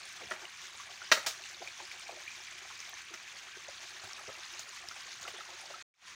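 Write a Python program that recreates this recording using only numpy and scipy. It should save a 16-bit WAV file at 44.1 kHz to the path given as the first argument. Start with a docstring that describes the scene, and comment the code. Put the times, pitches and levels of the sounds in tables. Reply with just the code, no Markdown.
"""A thin stream hisses and tinkles down a rock face outdoors: trapped bubbles ring, spray ticks on the
stone, single drops plink, and a hollow gurgles as water churns the air inside it.
Someone walks down the slab in rubber slides; one sole slaps hard and scuffs, and the gully echoes it.
Faint open air rumbles underneath. Near the end the sound drops out for a moment and fades back in."""
import sys
import numpy as np
from scipy import signal
from scipy.fft import rfft, irfft
from scipy.io import wavfile
from scipy.ndimage import uniform_filter1d

SR = 44100
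rng = np.random.default_rng(int(sys.argv[2]) if len(sys.argv) > 2 else 0)


def to_wav(sig):
    """Store sig (one row per channel, or 1-D mono) as 16-bit WAV at the path in sys.argv[1].

    Samples outside -1..1 are clipped; the rate is SR.
    """
    pcm = np.clip(np.atleast_2d(sig), -1, 1) * 32767
    pcm = np.round(pcm).astype(np.int16)
    wavfile.write(sys.argv[1], SR, pcm.T)  # frames by channels


N = 271195
T = np.arange(N) / SR

# Loud gulps of air in the hollow. Each row: start in seconds, relative level in dB, pitch in Hz,
# time scale of the swell in seconds.
GULPS = [(0.206, -50, 850, 0.005), (0.214, -48.5, 410, 0.013), (1.601, -50.5, 386, 0.014),
         (1.617, -41.5, 680, 0.0066), (1.799, -45, 860, 0.0054), (2.087, -41.5, 690, 0.012),
         (2.117, -49.5, 436, 0.014), (2.16, -49, 590, 0.016), (2.699, -46.5, 1170, 0.012),
         (2.926, -52, 825, 0.013), (3.101, -53, 352, 0.013), (3.561, -50, 380, 0.011),
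         (3.679, -43, 590, 0.0086), (4.277, -46.5, 490, 0.015), (4.832, -53, 680, 0.011),
         (5.269, -48.5, 553, 0.018), (5.331, -50, 420, 0.013), (5.486, -50.5, 690, 0.0093),
         (5.653, -51.5, 780, 0.0073), (5.699, -44.5, 634, 0.0081)]


def stream(hiss_db=-52, tinkle_db=-55, spray_db=-57, flicker_db=2.12, surge_db=1.0, lowest_hz=820):
    """A sheet of water hisses and splashes; bubbles tinkle in it and fine spray ticks on the stone."""
    # The stream's fader moves. Each row: time in seconds, then gains in dB for the sheet of water,
    # the spray, the crevice, and the splashes within the sheet.
    faders = [(0, 0.5, 2, 0, 0.5), (.5, 0, 0.5, 0.5, 0.5), (1.2, 0, 3, 0.5, -0.5), (2.4, 0.5, 1.5, 5, -1),
              (3.1, 0.5, -2, 2.5, -1.5), (4.2, .5, 3.5, -2, 1), (5.3, .7, 2, -6, 1.5),
              (6.15, -2, -3.5, -13, 2.5)]
    # Tone of the hiss. Each row: frequency in Hz, gain in dB.
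    hiss_tone = [(300, -43), (600, -3), (1000, -4), (1600, 1.5), (2400, 2.5), (3200, 1), (5000, -3),
                 (6300, 1), (8000, -8), (15500, -10.5)]
    times, *columns = np.transpose(faders)
    sheet_gain, spray_gain, crevice_gain, splash_gain = (undb(np.interp(T, times, c)) for c in columns)
    hiss = unit(colour(rng.standard_normal(N), hiss_tone)) * undb(hiss_db + flicker_db * wander(45))
    splashes = bubbles(count=2800, low_hz=973, high_hz=2397, cycles=3, spread_db=1) * undb(-57)
    tinkle = bubbles(count=4400, low_hz=1517, high_hz=3615, cycles=4.5, spread_db=3)
    tinkle *= undb(tinkle_db + surge_db * wander(9.6))
    spray = bubbles(count=7500, low_hz=3306, high_hz=7660, cycles=6, spread_db=5.5)
    spray *= undb(spray_db + surge_db * wander(9.8))
    ticks = bubbles(count=3200, low_hz=7730, high_hz=15100, cycles=9, spread_db=5) * undb(-62)
    # drips that fall in one narrow crevice all ring at its pitch
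    drips = bubbles(count=700, low_hz=2116, high_hz=2700, cycles=2.3, spread_db=2)
    crevice = unit(resonate(drips, hz=2330, width_hz=190)) * undb(-61)
    sheet = hiss + splash_gain * splashes + tinkle
    water = sheet_gain * sheet + spray_gain * (spray + ticks) + crevice_gain * crevice
    # a thin film of water traps no large, low bubbles
    return signal.sosfilt(signal.butter(4, lowest_hz, "high", fs=SR, output="sos"), water)


def bubble(hz, cycles, rise=0.037, attack_cycles=0.31):
    """An air pocket rings, decaying by 1/e in `cycles`; its pitch climbs as it nears the surface."""
    turns = np.arange(int(6 * cycles * SR / hz)) * hz / SR
    envelope = np.exp(-turns / cycles) * (1 - np.exp(-turns / attack_cycles))
    phase = 2 * np.pi * turns * (1 + rise * turns / cycles / 2)
    return envelope / envelope.max() * np.sin(phase)


def bubbles(count, low_hz, high_hz, cycles, spread_db):
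    """Many bubbles ring at random moments, most quiet and a few loud."""
    out = np.zeros(N)
    for when, pitch, size, ring in rng.random((count, 4)):
        gain = undb(spread_db * min(-np.log(1 - size), 3.4))
        hz = low_hz * (high_hz / low_hz) ** pitch
        add(out, when * N / SR, gain * bubble(hz, cycles * (.5 + ring)))
    return unit(out)


def drop(db, hz, cycles, splash_db=-12, splash_s=0.0021):
    """One drop: a tiny splash, and the trapped bubble rings."""
    t = T[:SR // 20]
    out = undb(splash_db) * rng.standard_normal(len(t)) * np.exp(-t / splash_s)
    add(out, 0, bubble(hz, cycles))
    return undb(db) * out


def drops(small_db=-40, scatter_db=6, treble_tilt_db=8, low_hz=1500, high_hz=9800, cycles=9):
    """A few loud drops stand out of a patter of smaller ones, whose high, short plinks peak harder."""
    # The loudest drops. Each row: start in seconds, level in dB, pitch in Hz, decay in cycles.
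    loud_drops = [(0.4533, -33.5, 2790, 6.5), (0.799, -38.5, 1110, 8.8), (1.018, -34, 1380, 5.3),
                  (1.6746, -31.5, 2330, 12), (1.9152, -32.5, 2220, 6), (2.2787, -31.5, 2330, 11),
                  (2.3148, -37, 2400, 16), (2.8031, -30.5, 5850, 4), (2.894, -32, 14600, 20),
                  (3.141, -32.5, 5870, 6), (4.1327, -29, 5300, 3.7), (4.191, -40, 1200, 4.7),
                  (4.594, -30, 6560, 12), (4.887, -25.5, 5000, 3.4), (4.912, -33.5, 1300, 3.2),
                  (5.252, -38, 1326, 13), (5.2789, -37, 2730, 12.5), (5.407, -34, 1276, 5.7),
                  (5.741, -36, 1286, 11.6)]
    out = np.zeros(N)
    for start, db, hz, ring in loud_drops:
        add(out, start, drop(db, hz, ring))
    for when, size, pitch, ring in rng.random((44, 4)):
        db = small_db + scatter_db * (size - .5) + treble_tilt_db * (pitch - .5)
        hz = low_hz * (high_hz / low_hz) ** pitch
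        add(out, when * N / SR, drop(db, hz, cycles * (.5 + ring)))
    return out


def hollow(ring_db=-9, gulp_db=-1, relative_width=0.29):
    """Water churns in a pocket in the rock; small bubbles and gulps of air ring the pocket."""
    # Air resonances of the hollow. Each row: pitch in Hz, bandwidth in Hz, gain in dB.
    air_modes = [(375, 42, 1), (574, 30, -6), (703, 90, 2), (804, 130, 3.5)]
    gulps, t = np.zeros(N), T[:SR // 5]
    for start, db, hz, length in GULPS:
        churn = rng.standard_normal(len(t)) * t / length * np.exp(-(t / length) ** 2)
        gulp = resonate(resonate(churn, hz, relative_width * hz), hz, 2 * relative_width * hz)
        add(gulps, start, undb(db + gulp_db) * unit_burst(gulp))
    small_bubbles = bubbles(count=2000, low_hz=336, high_hz=984, cycles=3, spread_db=3)
    ring = sum(undb(db) * resonate(gulps, hz, width) for hz, width, db in air_modes)
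    murmur = sum(undb(db) * resonate(small_bubbles, hz, width) for hz, width, db in air_modes)
    return gulps + undb(ring_db) * ring + inflow() * unit(murmur)


def inflow(idle_db=-10, spurts_per_s=7, jitter=0.82, spurt_s=.035, refill_db=-8.5, refill_s=0.036):
    """The murmur's envelope: water enters the hollow in uneven spurts and rushes in after each gulp."""
    # How hard the water churns. Each row: time in seconds, level in dB.
    churn_levels = [(0, -64), (.4, -52), (.55, -68), (1.0, -58.5), (2.0, -61.5), (2.5, -64.5), (3.3, -66),
                    (4.1, -57.5), (4.9, -63), (5.35, -55.5), (5.8, -60.5), (6.15, -69)]
    spurts = np.full(N, undb(idle_db))
    for late in rng.uniform(-0.97, 1, (60, 2))[:, 0] * jitter / 2 + np.arange(60):
        centre = (late + .5) / spurts_per_s
        spurts += np.exp(-((T - centre) / spurt_s) ** 2)
    refill, t = np.zeros(N), T[:SR // 2]
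    for start, db, _, length in GULPS:
        add(refill, start, undb(db + refill_db) * (1 - np.exp(-t / length)) * np.exp(-t / refill_s))
    churn_gain = undb(np.interp(T, *np.transpose(churn_levels)))
    return np.hypot(unit(spurts) * churn_gain, refill)


def footsteps(smack_db=-9, lowest_hz=230, grip_s=.0015, grit_s=0.021, thud_hz=115, thud_s=0.018):
    """A rubber sole slaps flat and rings; sand grinds under it and the heel thuds on the slab."""
    # Footfalls. Each row: start in seconds, level in dB, contact time in seconds, treble cutoff in Hz,
    # then grit and heel thud in dB relative to the slap.
    footfalls = [(0.238, -61, 0.028, 1500, -10, 6), (0.3103, -31.5, 0.0085, 1680, -17, -31),
                 (.335, -43, 0.0055, 1390, -22, -29), (1.1155, -15, 0.0099, 4840, -8.5, -57),
                 (1.172, -34, 0.006, 1500, -7, -31), (1.2626, -35, 0.014, 3000, 9.5, -24),
                 (3.137, -41.5, 0.0088, 2400, -12, -36), (4.035, -50, .018, 1700, 3, -4),
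                 (4.277, -48, 0.023, 800, -17, -4), (4.59, -52.5, 0.0049, 3000, 10.5, -20),
                 (5.211, -59, 0.0091, 3000, 12, -2), (5.277, -41.5, 0.0063, 2800, -3.5, -22)]
    # Ring of a sole on stone. Each row: pitch in Hz, bandwidth in Hz, level in dB.
    sole_modes = [(240, 36, -26.5), (424, 61, -14.5), (632, 61, -7), (926, 90, -19.5), (1343, 170, -1.5),
                  (1700, 210, -6), (1925, 130, -1.5), (2360, 210, -10), (3020, 580, -12.5),
                  (3710, 180, -9.5), (4380, 330, -10), (5530, 530, -7)]
    # Tone of grinding sand. Each row: frequency in Hz, gain in dB.
    grit_tone = [(150, -29), (700, -3.5), (2500, -4.5), (4000, -1.5), (6000, 0), (9000, -4.5), (15500, -1)]
    out, t = np.zeros(N), T[:SR // 3]
    for start, db, contact_s, cutoff_hz, grit_db, thud_db in footfalls:
        force, sand, weight = rng.standard_normal((3, len(t)))
        # the slap lasts while the sole rolls flat; squeezed-out air hisses a little longer
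        since_flat = np.maximum(t - contact_s, 0)
        blow = force * np.exp(-since_flat / .004)
        squeeze = force * np.exp(-since_flat / .011)
        ring = sum(undb(level) * unit_burst(resonate(blow, hz, width)) for hz, width, level in sole_modes)
        slap = ring + undb(smack_db) * unit_burst(resonate(squeeze, hz=2000, width_hz=3100))
        # a small sole radiates little bass, and a soft landing little treble
        slap = signal.sosfilt(signal.butter(4, lowest_hz, "high", fs=SR, output="sos"), slap)
        slap = signal.sosfilt(signal.butter(2, cutoff_hz, fs=SR, output="sos"), slap)
        grit = colour(sand * np.exp(-t / grit_s) * (1 - np.exp(-t / grip_s)), grit_tone)
        thud = resonate(resonate(weight * np.exp(-t / thud_s), thud_hz, 80), thud_hz, 120)
        step = unit_burst(slap) + undb(grit_db) * unit_burst(grit) + undb(thud_db) * unit_burst(thud)
        add(out, start, undb(db) * step)
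    return out


def gully(x, wet_db, tail_s=.36, near_s=.1, near_db=8, predelay_s=.006):
    """Rough rock scatters the sound back: close faces first, then a thin tail."""
    t = T[:SR // 2]
    near = undb(near_db - 60 * t / near_s)
    tail = undb(-60 * t / tail_s)
    echo = rng.standard_normal(len(t)) * (near + tail) * (t > predelay_s)
    return x + undb(wet_db) * signal.fftconvolve(x, echo / np.linalg.norm(echo))[:N]


def open_air(level_db=-67):
    """A faint, steady rumble of outdoor air."""
    # Tone of the rumble. Each row: frequency in Hz, gain in dB.
    rumble_tone = [(20, -20), (40, -6), (70, 4.5), (130, 0.5), (220, -4.5), (400, -7), (1000, -23),
                   (4000, -40.5)]
    return unit(colour(rng.standard_normal(N), rumble_tone)) * undb(level_db)


def undb(db):
    """Decibels to gain."""
    return 10 ** (np.asarray(db) / 20)


def unit(x):
    """Scale to rms 1."""
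    return x / np.sqrt(np.mean(x ** 2) + 1e-20)


def unit_burst(x):
    """Scale so that the loudest 10 ms have rms 1."""
    return x / np.sqrt(uniform_filter1d(x ** 2, size=441).max() + 1e-20)


def add(out, start_s, x):
    """Mix x into out from start_s on."""
    i = max(int(start_s * SR), 0)
    out[i:i + len(x)] += x[:max(len(out) - i, 0)]


def colour(x, points):
    """Minimum-phase EQ through (Hz, dB) points."""
    hz, db = np.transpose(points)
    bins_hz = np.maximum(np.fft.rfftfreq(4096, 1 / SR), 1)
    gain = undb(np.interp(np.log(bins_hz), np.log(hz), db))
    cepstrum = irfft(np.log(gain))
    half = len(cepstrum) // 2
    fold = np.r_[1, np.full(half - 1, 2), np.zeros(half)]
    impulse = irfft(np.exp(rfft(cepstrum * fold)))
    return signal.fftconvolve(x, impulse)[:len(x)]


def resonate(x, hz, width_hz):
    """One resonance, gain 1 at its centre."""
    return signal.lfilter(*signal.iirpeak(hz, hz / width_hz, fs=SR), x)


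def wander(per_s):
    """A random drift of rms 1 that glides to a new value per_s times a second."""
    hold = int(SR / per_s)
    stairs = np.repeat(rng.standard_normal(N // hold + 1), hold)
    return unit(uniform_filter1d(stairs, hold)[:N])


def scene():
    """Water and steps echo in the gully, over a bed of open air."""
    air = open_air()
    water = gully(stream() + drops() + hollow(), wet_db=-12.5)
    steps = gully(footsteps(), wet_db=-7)
    return (water + steps + air)[None]


def record(dry, mute_at_s=5.825, top_hz=15750):
    """A small microphone dulls the treble; the sound cuts out briefly and fades back in."""
    # Tone of the microphone. Each row: frequency in Hz, gain in dB.
    microphone_tone = [(20, -8.5), (6500, 0.5), (7500, -3.5), (9500, -7), (11500, -17), (13200, -21.5),
                       (14300, -8.5), (15600, -13.5)]
    # The fade up after the dropout. 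Each row: time in seconds, gain in dB.
    fade_in = [(5.94, -32.5), (6.012, -16), (6.02, -10), (6.08, 1)]
    times, db = np.transpose(fade_in)
    fade = undb(np.interp(T, times, db)) * (T > times[0])
    heard = colour(dry[0], microphone_tone) * np.where(T < mute_at_s, 1, fade)
    return signal.sosfilt(signal.ellip(10, .2, 80, top_hz, fs=SR, output="sos"), heard)[None]


dry = scene()
out = record(dry)
to_wav(out)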